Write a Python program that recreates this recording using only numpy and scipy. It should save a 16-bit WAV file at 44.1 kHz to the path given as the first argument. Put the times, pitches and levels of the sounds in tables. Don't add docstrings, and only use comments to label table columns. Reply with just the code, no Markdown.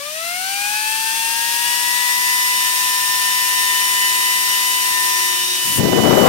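import sys
import numpy as np
from scipy import signal
from scipy.fft import rfft, irfft, next_fast_len
from scipy.io import wavfile

SR = 44100
rng = np.random.default_rng(int(sys.argv[2]) if len(sys.argv) > 2 else 0)


def dump_mix(stems):
    frames = np.atleast_2d(stems).T
    limited = np.clip(frames, -1, 1)
    pcm = np.round(limited * 32767).astype(np.int16)
    wavfile.write(sys.argv[1], SR, pcm)


N = 276948

# (time [s], front [turns/s], rear [turns/s])
SPEED = [(0.0, 187.0, 230.0), (0.23, 222.0, 263.4), (0.39, 245.9, 276.4), (0.5, 259.7, 286.3),
         (0.6, 269.9, 291.8), (0.78, 284.0, 301.1), (0.95, 292.3, 308.0), (1.56, 314.4, 331.8),
         (1.75, 320.9, 337.6), (1.95, 324.6, 344.1), (2.34, 329.8, 354.7), (2.55, 331.1, 357.0),
         (2.9, 332.3, 358.2), (3.74, 332.4, 361.1), (4.87, 332.4, 361.5), (5.33, 332.4, 359.4),
         (5.85, 330.7, 361.1), (6.27, 331.2, 361.9)]
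# (time [s], angle [deg]; 0 = intake faces the ports, 180 = outlet does)
TURN = [(0, 0), (3.4, 1), (3.75, 16), (4.9, 24), (5.31, 52), (5.54, 90), (5.72, 138), (5.9, 180)]
# (power of speed, change edge-on [dB], change from behind [dB])
RUSH = [(1.6, -1, -.5), (2.5, -1.5, -1.3)]


def from_db(db):
    return 10 ** (np.asarray(db) / 20)


def rms_one(x):
    return x / np.sqrt(np.mean(x ** 2) + 1e-20)


def in_time(rows):
    s, *columns = np.transpose(rows)
    t = np.arange(N) / SR
    return np.array([np.interp(t, s, c) for c in columns])


def at_hz(rows, hz):
    points_hz, *columns = np.transpose(rows)
    return np.array([np.interp(np.log(hz), np.log(points_hz), c) for c in columns])


def drift(rate_hz):
    step, settle = 40, 2000
    r = np.exp(-2 * np.pi * rate_hz * step / SR)
    white = rng.standard_normal(N // step + 2 + settle)
    slow = rms_one(signal.lfilter([1], [1, -2 * r, r * r], white)[settle:])
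    return np.interp(np.arange(N) / step, np.arange(len(slow)), slow)


def smooth(x, seconds):
    r = np.exp(-1 / (seconds * SR))
    return signal.lfilter([1 - r], [1, -r], x)


def shaft_angles(wander=.0002):
    speeds = in_time(SPEED) * (1 + wander * np.array([drift(9.5), drift(8.2)]))
    return 2 * np.pi * np.cumsum(speeds, axis=1) / SR


def pose(edge_sharpness=6):
    speed = in_time(SPEED)[0]
    turn = np.radians(in_time(TURN)[0])
    speed_db = 20 * np.log10(speed / speed.max())
    edge_on = np.abs(np.sin(turn)) ** edge_sharpness
    behind = np.maximum(-np.cos(turn), 0)
    return np.array([speed_db, edge_on, behind])


def tone(angles, order, left_db, right_db, left_lead_rad, flutter_db, flutter_hz=9.0):
    phase = np.dot(order, angles) + rng.uniform(0, 2 * np.pi)
    gain = from_db(np.array([left_db, right_db]) + flutter_db * drift(flutter_hz))
    return np.sqrt(2) * gain * np.sin([phase + left_lead_rad, phase])


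def hum(angles, state):
    # (front order, rear order, left [dB], right [dB], left lead [rad],
    # power of speed, left gain side-on [dB], right gain side-on [dB])
    hums = [(0, 1, -45, -46, 2.85, 2, 9.5, .5), (1, 0, -62, -61, 1, 1, 13, 11)]
    side_on = np.sin(np.radians(in_time(TURN)[0]))
    out = 0
    for front, rear, left_db, right_db, lead_rad, power, left_side_db, right_side_db in hums:
        speed_db = power * state[0]
        left = left_db + speed_db + left_side_db * side_on
        right = right_db + speed_db + right_side_db * side_on
        out = out + tone(angles, (round(front), round(rear)), left, right, lead_rad, flutter_db=1.1)
    return out


def side_tones(angles, state, fade_db=3.0, trim_db=-0.9, extra_speed_power=.7):
    # (front shaft order, rear shaft order, left [dB], right [dB])
    weak_tones = [(-3, 5, -56, -70), (9, -5, -48, -56), (0, 4, -49, -51), (6, -1, -49, -66),
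                  (3, 3, -45, -47), (3, 4, -54, -44), (0, 7, -47, -41), (6, 2, -41, -40),
                  (3, 5, -38.5, -40), (0, 8, -42, -46), (12, 0, -42, -42), (0, 13, -43, -53),
                  (9, 5, -37, -41), (15, 0, -41, -41), (0, 14, -42, -44), (18, 0, -45, -46),
                  (9, 10, -44, -45), (15, 5, -39, -40), (0, 20, -39, -43), (18, 5, -40, -49),
                  (21, 5, -38, -54), (18, 10, -38, -55), (0, 30, -39, -56)]
    out = np.zeros((2, N))
    for front_order, rear_order, *port_db in weak_tones:
        phase = front_order * angles[0] + rear_order * angles[1]
        for port, db in enumerate(port_db):
            gain = from_db(db + fade_db * drift(3.2))
            out[port] += gain * np.sin(phase + rng.uniform(0, 2 * np.pi))
    level_db = trim_db + np.dot(RUSH, state) + extra_speed_power * state[0]
    return np.sqrt(2) * from_db(level_db) * out


def buffet(jet, low_hz, steepness, lumpy_db):
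    start_s, attack_s, start_db, db_per_s, start_hz, hz_per_s = jet
    age_s = np.maximum(np.arange(N) / SR - start_s, 0)
    level_db = start_db + db_per_s * age_s
    corner_hz = start_hz + hz_per_s * age_s
    edges_hz = np.geomspace(25, 6400, num=17)
    white = rng.standard_normal((2, N))
    out, power = 0, 0
    for k, (low, high) in enumerate(zip(edges_hz, edges_hz[1:])):
        hz = np.sqrt(low * high)
        sos = signal.butter(2, [low, high], "band", fs=SR, output="sos")
        band = rms_one(signal.sosfilt(sos, white[k % 2]))
        gain = np.sqrt(hz / (1 + (hz / corner_hz) ** steepness)) / (1 + (low_hz / hz) ** 3)
        out = out + gain * band
        power = power + gain ** 2
    attack = np.minimum(age_s / attack_s, 1)
    return attack * from_db(level_db + lumpy_db * drift(35)) * out / np.sqrt(power)


def air(state, hiss_hz=7400, rush_trim_db=-.2, hiss_trim_db=.3, unsteady_db=0.32):
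    # (frequency [Hz], left [dB per Hz], right [dB per Hz])
    spectrum = [(30, -106, -109), (55, -92, -94), (90, -79, -79), (160, -74.5, -75), (300, -76.5, -79),
                (436, -75.5, -79.5), (715, -69.5, -74), (1460, -65.5, -69.5), (2300, -58.5, -58),
                (2940, -59, -60), (6300, -59.5, -60.5), (7300, -61, -64), (9110, -52.5, -71.5),
                (11100, -61, -73), (11900, -59, -63.5), (15500, -63, -73.5)]
    # (frequency [Hz], likeness [0-1], left lead [rad])
    ports = [(150, 0.78, 0), (684, 0.77, 0.98), (1400, 0.83, 1.5), (2135, 0.77, 3), (2620, 0.8, 5.5),
             (3370, 0.32, 7), (4300, 0.2, 8), (5680, 0.24, 12.5), (7130, 0, 16), (10200, 0, 19)]
    # (power of speed, change edge-on [dB], change from behind [dB])
    hiss_change = [(2.9, -4, 2.8), (2.5, -1, .8)]
    # (time [s], gain of the hiss there [dB])
    approach = [(6.0, 0), (6.27, 4.5)]
    size = next_fast_len(N)
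    hz = np.arange(size // 2 + 1) * SR / size + 1e-3
    likeness, lead_rad = at_hz(ports, hz)
    shared = np.clip(likeness, 0, 1)
    left, own = rfft(rng.standard_normal((2, size)))
    right = shared * left * np.exp(-1j * lead_rad) + np.sqrt(1 - shared ** 2) * own
    noise = np.array([left, right]) * from_db(at_hz(spectrum, hz)) * np.sqrt(SR / 2)
    low = 1 / (1 + (hz / hiss_hz) ** 8)
    rush_db = rush_trim_db + np.dot(RUSH, state)
    hiss_db = hiss_trim_db + np.dot(hiss_change, state) + np.outer([0, 1], in_time(approach))
    rush = irfft(noise * low, size)[:, :N] * from_db(rush_db)
    hiss = irfft(noise * (1 - low), size)[:, :N] * from_db(hiss_db)
    return (rush + hiss) * from_db(unsteady_db * drift(10))


def whine(angles, state, lead_per_db=.016):
    # (front order, rear order, left [dB], right [dB], left lead [rad], flutter [dB rms], power of speed,
    # share of the aim, change edge-on [dB], change from behind [dB])
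    strong_tones = [(3, 0, -24, -27.8, 1.42, .45, 2.1, 1, -9, -5.5),
                    (6, 0, -24.2, -24.2, 2.98, 1.2, 2.3, 1.25, -12, -14.5),
                    (9, 0, -31.7, -33.3, 6.8, 2.2, .2, 1.05, -2.5, -3),
                    (0, 5, -31.8, -35.6, 1.3, 2.7, 1.9, .9, -6, -11),
                    (0, 10, -36, -37.5, .5, 2.5, 2.7, .3, -4, -5),
                    (0, 15, -39, -30.8, 1.2, 2, 3.4, .4, -5, -10),
                    (6, 5, -36, -32.5, -1.9, 2.6, .5, .7, 6, -11),
                    (12, 5, -36.3, -37.5, .9, 3, 2.1, .5, 4.5, -6)]
    # (time [s], change at the right port for a share of 1 [dB])
    aim = [(0, -4), (1.5, -6), (2.05, -5), (2.42, 0), (4.8, 0), (5.5, 1), (5.85, 7)]
    # (time [s], level change [dB])
    front_swell = [(4.1, .3), (4.55, -1.3), (5.1, 2), (5.6, 0)]
    # (time [s], level change [dB])
    second_swell = [(0, -1.5), (.9, .3), (1.3, -2.5), (2.0, 5.5), (2.4, 2.5), (2.95, -3), (3.7, 1.5),
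                    (4.5, 3), (4.8, -1), (5.3, 1.5)]
    # (time [s], level change [dB])
    third_swell = [(.1, -8), (.28, 3.5), (.5, 0), (.73, 7.5), (1.05, 1), (1.3, 4), (1.8, 1.5), (2.15, -10),
                   (2.55, 0), (2.85, -4), (3.7, 3.3), (4.7, 2.3), (5.12, -7), (5.37, 5)]
    # (time [s], level change [dB])
    rear_swell = [(0, 0), (.4, -5), (1.2, -3.5), (1.6, 1.5), (2.5, -1), (3.15, 5), (4.65, -3), (5.3, 5)]
    swells = {(3, 0): front_swell, (6, 0): second_swell, (9, 0): third_swell, (0, 5): rear_swell}
    aim_db, = in_time(aim)
    lead_scale = from_db(state[0]) * (1 + lead_per_db * aim_db)
    out = 0
    for front, rear, left_db, right_db, lead_rad, flutter_db, power, aim_share, edge_db, behind_db in strong_tones:
        order = (round(front), round(rear))
        change_db = np.dot([power, edge_db, behind_db], state)
        if order in swells:
            change_db = change_db + in_time(swells[order])[0]
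        left = left_db + change_db
        right = right_db + change_db + aim_share * aim_db
        out = out + tone(angles, order, left, right, lead_rad * lead_scale, flutter_db)
    return out


def scene():
    # (start [s], attack [s], start level [dB], level slope [dB/s],
    # start eddy corner [Hz], corner rise [Hz/s])
    jet_left = (5.776, .035, -1.2, 22.5, 255, 870)
    # (start [s], attack [s], start level [dB], level slope [dB/s],
    # start eddy corner [Hz], corner rise [Hz/s])
    jet_right = (5.625, .18, -22, -15, 190, 260)
    angles, state = shaft_angles(), pose()
    jet = np.array([buffet(jet_left, low_hz=126, steepness=4.64, lumpy_db=2.1),
                    buffet(jet_right, low_hz=85, steepness=4.8, lumpy_db=1.5)])
    return hum(angles, state) + side_tones(angles, state) + jet + air(state) + whine(angles, state)


def record(dry, threshold_db=-24, max_duck_db=13.0, bass_hz=600, ceiling=1.0, cutoff_hz=15800):
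    bass = signal.sosfilt(signal.butter(2, bass_hz, fs=SR, output="sos"), dry)
    bass_db = 10 * np.log10(smooth(bass ** 2, seconds=.014) + 1e-12)
    duck_db = smooth(np.clip(bass_db - threshold_db, 0, max_duck_db), seconds=.012)
    limited = ceiling * np.tanh(dry * from_db(-duck_db) / ceiling)
    return signal.sosfilt(signal.ellip(12, .1, 90, cutoff_hz, fs=SR, output="sos"), limited)


dry = scene()
out = record(dry)
dump_mix(out)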